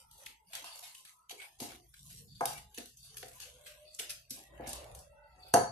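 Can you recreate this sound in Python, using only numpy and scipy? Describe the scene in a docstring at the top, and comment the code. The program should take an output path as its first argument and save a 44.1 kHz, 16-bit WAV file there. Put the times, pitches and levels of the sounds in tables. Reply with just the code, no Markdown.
"""Stirring thick marinade in a steel bowl

On a kitchen counter, near a phone with two microphones, a spatula stirs thick marinade in a steel bowl.
Splashes of noise are the blade smacking the paste, ringing modes are its knocks on the bowl, and friction noise
through resonances is its drag along the wall, with squeaks, dry ticks and spells of steady narrow-band noise.
The tiled kitchen answers over a low rumble; the phone's noise suppressor thins out whatever is quiet."""
import sys
import numpy as np
from scipy import signal
from scipy.fft import rfft, irfft, next_fast_len
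from scipy.io import wavfile
from scipy.ndimage import uniform_filter1d, map_coordinates

SR = 44100
rng = np.random.default_rng(int(sys.argv[2]) if len(sys.argv) > 2 else 0)


def makeup_ratio(level_db):
    """Linear amplitude ratio for a level in decibels (20 dB per factor of ten)."""
    decades = np.asarray(level_db, float) / 20
    return 10 ** decades


def unload_audio(sound):
    """Save the sound as a 16-bit wav file, at the path given as the first command line argument."""
    columns = np.transpose(np.atleast_2d(sound))
    # keep every value between -1 and 1, then stretch to whole-number steps
    steps = np.round(np.clip(columns, -1, 1) * 32767)
    wavfile.write(sys.argv[1], SR, steps.astype(np.int16))


N = 251811


def unit(x):
    """Scaled to rms 1."""
    return x / np.sqrt(np.mean(x ** 2) + 1e-20)


def along(points, hz):
    """Interpolates (Hz, value) points on a log frequency axis."""
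    f, v = np.transpose(points)
    return np.interp(np.log(hz + 1), np.log(f + 1), v)


def wobble(rate):
    """A smooth random curve, rate knots a second."""
    return map_coordinates(rng.standard_normal(int(N * rate / SR) + 4), [np.arange(N) * rate / SR])


def filtered(x, response):
    """x times a complex response of frequency."""
    m = next_fast_len(x.shape[-1] + 8192)
    spectrum = rfft(x, m) * response(np.fft.rfftfreq(m, 1 / SR))
    return irfft(spectrum, m)[..., :x.shape[-1]]


def ringing(modes, f):
    """Causal response of resonances (Hz, width Hz, dB), added with alternating sign."""
    total = 0
    for k, (centre, width, db) in enumerate(modes):
        total = total + (-1) ** k * makeup_ratio(db) * 1j * f * width / (centre * centre - f * f + 1j * f * width)
    return total


# How alike the two microphones hear diffuse noise.
# Each row: frequency in Hz, left-right likeness from 0 to 1.
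LIKENESS = [(60, 0.96), (130, 0.94), (280, 0.65), (620, 0.3), (1300, .03)]


def pair(n):
    """Stereo white noise, alike in the bass and almost unrelated in the treble."""
    def mid_and_side(hz):
        turn = np.arccos(np.clip(along(LIKENESS, hz), -1, 1)) / 2
        return np.array([np.cos(turn), np.sin(turn)])
    mid, side = filtered(rng.standard_normal((2, n)), mid_and_side)
    return np.array([mid + side, mid - side])


def patchy(x, depth_db):
    """Random gain streaks of depth_db rms, a few hundred Hz wide and under a tenth of a second long."""
    z = signal.stft(x, nperseg=512)[2]
    field = uniform_filter1d(rng.standard_normal(z.shape[1:]), size=3, axis=0)
    field = uniform_filter1d(field, size=12, axis=1)
    return signal.istft(z * makeup_ratio(depth_db * unit(field)), nperseg=512)[1][:, :N]


def burst(rise_ms, fall_ms, span):
    """An envelope, span seconds long, that swells to its peak and fades by 1/e every fall_ms."""
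    ms = np.arange(round(span * SR)) / SR * 1000
    swell = np.minimum(ms / max(rise_ms, .03), 1) ** 0.57
    return swell * np.exp(-np.maximum(ms - rise_ms, 0) / max(fall_ms, .05))


# Deep layer of the rumble. Each row: time in seconds, rms level in dB.
RUMBLE = [(0.0, -81), (0.09, -67), (0.43, -82), (1.46, -87), (1.61, -68.5), (2.64, -64.5), (2.77, -73.5),
          (3.47, -67), (4.01, -80), (4.1, -64.5), (4.42, -77), (4.63, -56), (4.86, -63), (4.94, -55.5),
          (5.2, -70.5), (5.71, -64.5)]
# Colour of the steady room noise. Each row: frequency in Hz, relative level in dB.
AIR = [(120, -58.5), (200, -5.5), (330, -3), (500, -1.5), (927, -2), (1140, -12.5), (1270, -7), (2670, -6),
       (7160, -9.5), (11100, -8.5), (13500, -10)]
AIR_DB = -60  # rms


def rumble():
    """Noise through two broad low resonances swells and sinks unevenly over the steady air of the room."""
    times, levels = np.transpose(RUMBLE)
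    deep_db = np.interp(np.arange(N) / SR, times, levels)

    def hump(centre_hz, width_hz):
        return unit(filtered(pair(N), lambda hz: ringing([(centre_hz, width_hz, 0)], hz) ** 2))
    air = unit(patchy(filtered(pair(N), lambda hz: makeup_ratio(along(AIR, hz))), depth_db=1.0))
    upper_db = deep_db - 6
    return makeup_ratio(deep_db) * hump(56.1, 29.0) + makeup_ratio(upper_db) * hump(128.0, 45) + makeup_ratio(AIR_DB) * air


# Strokes along the wall. Each row: time of most pressure in seconds, hiss level in dB,
# weight on the steel in dB, build-up in seconds per 10 dB, let-go in seconds per 10 dB.
STROKES = [(.0, -57, -4, .1, 0.077), (0.222, -59, -1.5, 0.035, 0.089), (.36, -75, -17, 0.15, 0.022),
           (.49, -60.5, -12, 0.021, 0.07), (0.568, -50, -6.5, 0.051, 0.071), (.76, -52, -17, 0.043, 0.16),
           (1.1, -59.5, -9, 0.23, 0.066), (1.429, -54.5, -6.5, 0.068, 0.041),
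           (1.725, -53.5, 0.5, 0.1, 0.047), (2.155, -54, -15, 0.27, 0.16),
           (2.533, -50.5, -7.5, 0.075, 0.062), (2.739, -64.5, -4.5, 0.062, 0.06),
           (2.931, -67, -31, .1, 0.18), (3.16, -58.5, -4.5, 0.13, 0.012), (3.29, -57, -6, 0.094, 0.33),
           (3.62, -68.5, -0.5, 0.19, 0.35), (3.69, -63, -5, 0.072, 0.14), (3.929, -62, -12, 0.027, 0.17),
           (4.39, -53, -8, 0.042, 0.033), (4.5, -81, 12, 0.19, 0.048), (4.679, -63, 12.5, 0.13, 0.14),
           (4.9, -62, -15.5, 0.21, 0.17), (5.49, -60.5, 1, 0.15, 0.029)]
GROAN_DB, RASP_DB, RASP_PER_WEIGHT = -3, -2, 0.77  # dB over the hiss; dB per dB of weight


def pressure():
    """Gains over time of groan, rasp and hiss, which take all, part and none of each stroke's weight."""
    t = np.arange(0, N + 64, 64) / SR
    s, db, weight_db, rise, fall = np.transpose(STROKES)[..., None]
    hiss_db = db - 10 * np.where(t < s, (s - t) / rise, (t - s) / fall)
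    lifts = (GROAN_DB + weight_db, RASP_DB + RASP_PER_WEIGHT * weight_db, 0)
    return [np.interp(np.arange(N) / SR, t, makeup_ratio(hiss_db + lift).sum(0)) for lift in lifts]


# The paste-damped bowl on its counter. Each row: mode in Hz, width in Hz, relative level in dB.
BOWL = [(120, 37, 14.5), (236, 26, 4.5), (303, 54, -2.5), (445.6, 73, -5.5), (523.5, 24.5, -4.5),
        (610, 23, -13), (668, 17, -5), (706, 22.5, 0.5), (783, 29.5, -6.5), (831.6, 30, -4),
        (1008, 136, -11.5), (1251, 79, -10), (1564, 120, -10.5), (1712, 65, -11.5), (2144, 130, -14.5)]
# The thin rim of the bowl. Each row: mode in Hz, width in Hz, relative level in dB.
RIM = [(2770, 11, -5), (3695, 27, -4.5), (4510, 55, 1), (5910, 55, 4), (6300, 140, -6.5), (7080, 400, -7),
       (8150, 54, -12), (8640, 250, -30), (9760, 1300, -17), (11000, 61, -4.5)]
# Colour of the low noise, in smacks and rasp. Each row: frequency in Hz, relative level in dB.
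BODY = [(900, -17), (1500, -3), (2500, -1.5), (4000, -6), (6500, -38.5)]
# Colour of the high noise, in smacks and hiss. Each row: frequency in Hz, relative level in dB.
SIZZLE = [(900, -19.5), (1800, -19.5), (2800, 1), (4000, 3), (6000, 5), (9000, 5.5), (12000, 7),
          (14000, -3.5)]


def drag():
    """The blade rubs the wall: friction groans in the bowl; gritty noise rasps and hisses, tinged by the rim."""
    # spice grains catch under the edge, about 300 a second
    catches = (rng.random(N) < 300 / SR) * makeup_ratio(rng.normal(1, 5, N))
    grit = makeup_ratio(1.77 * wobble(30.114) + 0.75 * wobble(130))
    grit = grit + np.convolve(catches, burst(0.77, 0.65, 0.017))[:N]

    def groan_tone(hz):
        return (0.64 + ringing(BOWL, hz)) / (1 + (420 / (hz + 1)) ** 3) / (1 + (hz / 1000) ** 4)

    def rub(colour):
        noise = filtered(grit * pair(N), lambda hz: makeup_ratio(along(colour, hz)) * (1 + 0.2 * ringing(RIM, hz)))
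        return unit(patchy(noise, depth_db=4.0))
    groan = unit(filtered(patchy(pair(N), depth_db=5.5), groan_tone))
    groan_gain, rasp_gain, hiss_gain = pressure()
    return groan_gain * groan + rasp_gain * rub(BODY) + hiss_gain * rub(SIZZLE)


def narrow_spells(spells, gain):
    """Noise through blurred resonances, drifting in pitch, each spell swelling and fading."""
    out = np.zeros((2, N + 2 * SR))  # one second of room before the start
    waver = 1 + 0.007 * wobble(12)  # share by which the pitch drifts
    for start, end, bands, db in spells:
        n = round((end - start) * SR)
        band = unit(filtered(pair(n), lambda hz: sum(ringing([b], hz) ** 2 for b in bands)))
        when = (round(start * SR) + np.arange(n)) % N
        clock = np.cumsum(waver[when])
        clock = clock * (n - 1) / clock[-1]
        band = np.array([np.interp(clock, np.arange(n), side) for side in band])
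        swell = np.sin(np.pi * np.arange(n) / n) ** 0.41
        out[:, round((start + 1) * SR):][:, :n] += makeup_ratio(db) * band * gain[when] * swell
    return out[:, SR:SR + N]


# Spells of steady narrow-band noise: low rumble swells below 140 Hz, fuzzy held tones above.
# Each row: start in seconds, end in seconds, centre in Hz, resonance width in Hz, level in dB before the swell.
HELD_BANDS = [(-.1, .55, 883, 108, -67.5), (-.1, 0.368, 1325, 150, -74.5), (0.602, 0.957, 910, 240, -64.5),
              (0.895, 1.047, 1048, 59, -71.5), (1.085, 1.285, 990, 190, -70.5),
              (1.028, 1.316, 1282, 87, -72), (1.372, 1.472, 2257, 130, -53), (1.329, 1.411, 400, 45, -66),
              (1.622, 1.902, 726, 9.6, -71.5), (1.656, 1.87, 357, 29, -67), (1.98, 2.68, 136, 67, -58.5),
              (2.12, 2.308, 464, 22, -70.5), (2.44, 2.76, 849, 8.7, -68.5), (2.545, 2.596, 2296, 68, -56),
              (2.92, 3.4, 130, 35, -67.5), (3.087, 3.249, 444, 45, -67.5), (3.35, 3.8, 502, 26, -68.5),
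              (3.547, 3.995, 601.7, 23, -62.5), (3.959, 4.274, 610, 29, -68),
              (4.349, 5.354, 587.6, 53, -62.5), (4.419, 4.66, 1934, 104, -66.5),
              (4.579, 4.753, 1690, 100, -60), (4.498, 5.443, 65, 8, -68), (4.578, 5.047, 653, 510, -55),
              (4.759, 5.091, 117, 13, -65.5), (5.0, 5.355, 2686, 38, -74), (5.271, 5.566, 2594, 42, -72),
              (5.001, 5.555, 1330, 53, -73), (5.011, 5.531, 1964, 160, -73), (5.05, 5.552, 878, 63, -67),
              (5.152, 5.295, 1478, 50, -66.5), (5.002, 5.535, 416, 230, -75.5),
              (5.284, 5.557, 744, 8.6, -63), (5.53, 5.78, 115, 55, -51)]


def held_bands():
    """Low rumble swells and fuzzy held tones: noise in one narrow band per spell."""
    spells = [(start, end, [(hz, width, 0)], db) for start, end, hz, width, db in HELD_BANDS]
    return narrow_spells(spells, np.ones(N))


# How long the tiled kitchen rings.
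# Each row: frequency in Hz, time in seconds for the tail to fall by 60 dB.
KITCHEN = [(100, 0.5), (250, 0.26), (600, 0.3), (2000, 0.41), (6000, 0.37), (12000, 0.26)]


def add(out, s, sound, wet_db):
    """Adds a sound with its own kitchen tail, each frequency dying at its own speed; left is slightly louder."""
    hz, t, z = signal.stft(pair(SR // 3), SR, nperseg=256)
    decay = makeup_ratio(-60 * t / along(KITCHEN, hz)[:, None])
    tail = signal.istft(z * decay, SR, nperseg=256)[1]
    tail *= (1 - np.exp(-np.arange(tail.shape[1]) / SR / .007)) ** 2  # walls answer after a few ms
    wet = signal.fftconvolve(sound, makeup_ratio(wet_db) * tail / np.linalg.norm(tail[0]), axes=1)
    wet[:, :sound.shape[1]] += sound
    out[:, round(s * SR):][:, :wet.shape[1]] += wet * makeup_ratio([[.35], [-.35]])


# Wet smacks of the blade. Each row: time of the peak in seconds, sizzle level in dB, body level in dB,
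# rise in ms, share thrown into the kitchen in dB.
SMACKS = [(0.113, -48.5, -84, 1.16, 0), (0.183, -53.5, -80, 9.4, 0), (0.2634, -43, -37.5, 3.6, -5),
          (0.535, -42, -31.5, 3.8, 0.5), (0.553, -38, -31, 2.24, -9.5), (0.644, -45, -38.5, 1.73, 4.5),
          (0.839, -47.5, -41.5, 16, -1), (0.949, -47, -54.5, 2.45, -1), (1.053, -50, -44, 4.8, -2.5),
          (1.296, -43, -35, 0.82, -11.5), (1.313, -42.5, -35.5, 9.4, -9), (1.404, -59, -36, 7.4, -2),
          (1.42, -81, -34.5, 6, -13), (1.591, -51, -60, 4.8, -8), (1.605, -39, -43.5, 5.7, 3),
          (1.941, -52, -39, 1.42, -7), (2.11, -51.5, -44.5, 19, -31), (2.4089, -41.5, -69, 1.24, -0.5),
          (2.456, -30, -37, 0.55, -2.5), (2.580, -46.5, -40, 5.2, -5), (2.747, -47, -48, 3.5, 0),
          (2.778, -49, -33, 2.06, -6), (2.783, -40.5, -33, 1.54, -4.5), (2.858, -46, -58.5, 0.97, -2.5),
          (2.973, -49.5, -87, 4.5, -1.5), (3.03, -53.5, -57, 1.8, 8.5), (3.171, -40, -38, 2.6, -14),
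          (3.182, -42, -57, 2.6, 0.5), (3.229, -48, -31, 1.9, -12.5), (3.284, -48.5, -78, 4.2, -20),
          (3.333, -51.5, -81, 3, 5), (3.402, -43.5, -39, 1.8, 3.5), (3.669, -50, -37.5, 11, -4),
          (3.948, -44.5, -58, 0.72, -6), (3.997, -35, -29, 9, -4.5), (4.105, -37, -32, 12.5, -8),
          (4.298, -50, -62, 2.4, -17), (4.308, -35, -48.5, 3.4, -3), (4.668, -56, -60, 1.4, -5),
          (4.676, -42, -50, 5.7, 5), (4.732, -37.5, -41, 1.94, -3), (4.950, -44.5, -49, 1.25, -3),
          (4.991, -49.5, -72, 2.2, -2), (5.539, -15, -32, 0.66, -5)]
SPLASH_FALL_MS, FALL_PER_RISE = 5.4, 0.68  # a slower squeeze also fades more slowly
RIM_WAKES_DB = -26.5  # sizzle level above which the blade strikes bare steel
SPLASH_CUT_PER_HARDER = 0.8  # dB per dB above that level; the rim gains half as much
RIM_MUTED_PER_SOFTER = 0.22  # dB per dB below that level: paste damps the rim
RIM_SCATTER_DB = 1.5


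def smacks():
    """Paste squeezed out under the blade: low and high noise that shakes the rim differently each time."""
    out = np.zeros((2, N + 2 * SR))
    for s, sizzle_db, body_db, rise_ms, wet_db in SMACKS:
        muted_db = RIM_MUTED_PER_SOFTER * max(RIM_WAKES_DB - sizzle_db, 0)
        modes = [(hz, width, level - muted_db + RIM_SCATTER_DB * rng.normal()) for hz, width, level in RIM]
        paste = makeup_ratio(-SPLASH_CUT_PER_HARDER * max(sizzle_db - RIM_WAKES_DB, 0))

        def response(hz):
            tone = makeup_ratio(body_db + along(BODY, hz)) + makeup_ratio(sizzle_db + along(SIZZLE, hz))
            return tone * (0.66 * paste + ringing(modes, hz) / np.sqrt(paste))
        push = burst(rise_ms, SPLASH_FALL_MS + FALL_PER_RISE * rise_ms, .1)
        # a sharp snap at the height of the smack, weaker when the squeeze is slow
        snap = burst(0.042, 0.28, .01) / (1 + rise_ms / 5)
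        push[round(rise_ms * SR / 1000):][:SR // 100] += snap
        splash = filtered(push * rng.standard_normal((2, len(push))), response)
        add(out, s - rise_ms / 1000, splash, wet_db)
    return patchy(out[:, :N], depth_db=2.5)


# Dry ticks of the blade's edge on the steel. Each row: start in seconds, peak in dB before the kitchen,
# centre in Hz, fade time constant in ms.
TICKS = [(0.1137, -58, 7000, 0.79), (.2628, -38, 2880, 1.2), (.2655, -38, 2250, 1.3), (.95, -42, 3050, 2.6),
         (1.601, -38.5, 4100, 1.6), (2.409, -43, 2190, 2), (2.4553, -17.5, 10600, 1.8),
         (2.457, -36, 8800, 3), (2.7755, -33, 6100, 1.5), (3.23, -39, 1720, 1.8), (3.947, -42, 6900, 1.1),
         (3.9963, -29, 2910, 0.69), (4.104, -37, 2760, 0.92), (4.67, -36, 7000, 1),
         (4.692, -31.5, 9800, 1.5), (4.731, -30.5, 9000, 1.9), (4.949, -51, 3100, 1.5),
         (5.539, -21, 1735, 1.6)]
TICK_WIDTH = 0.35  # resonance width over centre


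def ticks():
    """The edge scratches the steel: brief noise around one pitch, much alike at both microphones."""
    out = np.zeros((2, N + 2 * SR))
    for s, db, centre_hz, ms in TICKS:
        shape = burst(0.99, ms, 0.027)
        noise = rng.standard_normal((3, len(shape)))
        scratch = shape * (noise[0] + 0.53 * noise[1:])  # one shared part, two separate
        tick = filtered(scratch, lambda hz: ringing([(centre_hz, TICK_WIDTH * centre_hz, 0)], hz) ** 2)
        add(out, s, makeup_ratio(db) * tick / np.abs(tick).max(), wet_db=-7.0)
    return out[:, :N]


# Dull knocks on the bowl. Each row: start in seconds, peak in dB before the kitchen,
# most excited pitch in Hz, chatter time constant in ms.
KNOCKS = [(0.258, -61, 342, 2), (.533, -50.5, 900, 31), (.641, -41, 1050, 63), (0.827, -50, 716, 2.8),
          (1.304, -45.5, 800, 2.1), (1.325, -48, 440, 4.6), (1.44, -54, 840, 2.7), (1.601, -44, 610, 4.4),
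          (1.608, -47, 280, 2.5), (1.616, -35, 317, 1.2), (1.624, -39, 730, 18), (2.408, -22, 884, 1.1),
          (2.416, -25.5, 812, 2.6), (2.427, -30.5, 820, 5), (2.501, -39, 860, 2.6), (2.779, -39, 440, 15),
          (3.108, -62, 405, 3.5), (3.229, -41.5, 543, 24), (3.997, -46, 610, 48), (4.308, -46, 258, 17),
          (4.596, -36.5, 510, 2), (4.602, -39, 416, 8.4), (4.672, -42.5, 292, 3.1), (5.5385, -12, 706, 5),
          (5.546, -18.5, 706, 10), (5.557, -18, 600, 2.3), (5.571, -24, 706, 5), (5.579, -24, 706, 7)]
HARD_FOCUS_DB, FOCUS_PER_SOFTER = 4.5, 0.24  # dB per squared octave for the hardest; softer ring fewer modes
NEAREST_DB, NEAREST_OCTAVES = 5.5, .07  # extra ring of the mode that the struck spot sits on
SPOT_SCATTER_DB = 1.5  # mode levels vary from knock to knock
LEFT_LEADS_S = .00021  # the bowl is nearer the left microphone


def knocks():
    """A soft contact rings the bowl modes, most those near the pitch of the struck spot."""
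    out = np.zeros((2, N + 2 * SR))
    hardest_db = max(row[1] for row in KNOCKS)
    for s, db, spot_hz, ms in KNOCKS:
        focus_db = HARD_FOCUS_DB + FOCUS_PER_SOFTER * (hardest_db - db)
        modes = []
        for hz, width, level in BOWL:
            octaves = np.log2(hz / spot_hz)
            nearest_db = NEAREST_DB * np.exp(-(octaves / NEAREST_OCTAVES) ** 2)
            scatter_db = SPOT_SCATTER_DB * rng.normal()
            modes.append((hz, width, level - focus_db * octaves ** 2 + nearest_db + scatter_db))

        def response(hz):
            delays = LEFT_LEADS_S * np.array([[0], [1]])
            return ringing(modes, hz) * np.exp(-2j * np.pi * hz * delays)
        rattle = burst(0.069, ms, .2)
        # first touch, then chatter
        blow = burst(0.043, 0.028, .2) + 0.089 * rattle * rng.standard_normal(len(rattle))
        ring = filtered(blow, response)
        add(out, s, makeup_ratio(db) * ring / np.abs(ring).max(), wet_db=-2.5)
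    return out[:, :N]


# Squeaks of the edge on the rim. Each row: start in seconds, end in seconds, level in dB
# before the stutter and swell.
SQUEAKS = [(0.64, 0.794, -58), (2.272, 2.42, -59), (2.98, 3.135, -61), (3.85, 3.963, -60),
           (5.197, 5.383, -71.5), (5.391, 5.555, -61)]
# Bands of every squeak. Each row: centre in Hz, resonance width in Hz, relative level in dB before squaring.
SQUEAK_BANDS = [(3600, 470, 1), (4570, 390, 4.5)]


def squeaks():
    """The edge squeaks on the rim as the blade turns: friction noise in two bands, stuttering in level."""
    spells = [(start, end, SQUEAK_BANDS, db) for start, end, db in SQUEAKS]
    return narrow_spells(spells, makeup_ratio(3 * wobble(90)))


def scene():
    """Everything at the two microphones."""
    return rumble() + drag() + held_bands() + smacks() + ticks() + knocks() + squeaks()


def suppress(x, over_db, depth_db):
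    """Subtracts the steady room noise above 170 Hz, cell by cell, from a smoothed short-time power."""
    hz, t, z = signal.stft(x, SR, nperseg=1024, noverlap=768)
    power = uniform_filter1d((np.abs(z) ** 2).mean(0), size=3, axis=0)
    power = uniform_filter1d(power, size=8, axis=1, origin=3)  # looks back in time only
    shape = makeup_ratio(2 * along(AIR, hz))
    noise = makeup_ratio(2 * (AIR_DB + over_db)) * shape / shape.sum() * (hz > 170)
    gain = np.clip(1 - noise[:, None] / (np.abs(power) + 1e-20), makeup_ratio(depth_db), 1)
    return signal.istft(z * gain, SR, nperseg=1024, noverlap=768)[1][:, :N]


def low_pass(x):
    """Removes everything above the highest recorded frequency."""
    return signal.sosfilt(signal.butter(12, 14360, fs=SR, output="sos"), x)


def record(dry):
    """The phone's noise suppressor, then a steep band limit at 13.3 kHz."""
    quiet = suppress(dry, over_db=0.3, depth_db=-25)
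    mix = filtered(quiet, lambda hz: 1 / (1 + (hz / 13300) ** 70))
    return low_pass(mix)


dry = scene()
out = record(dry)
unload_audio(out)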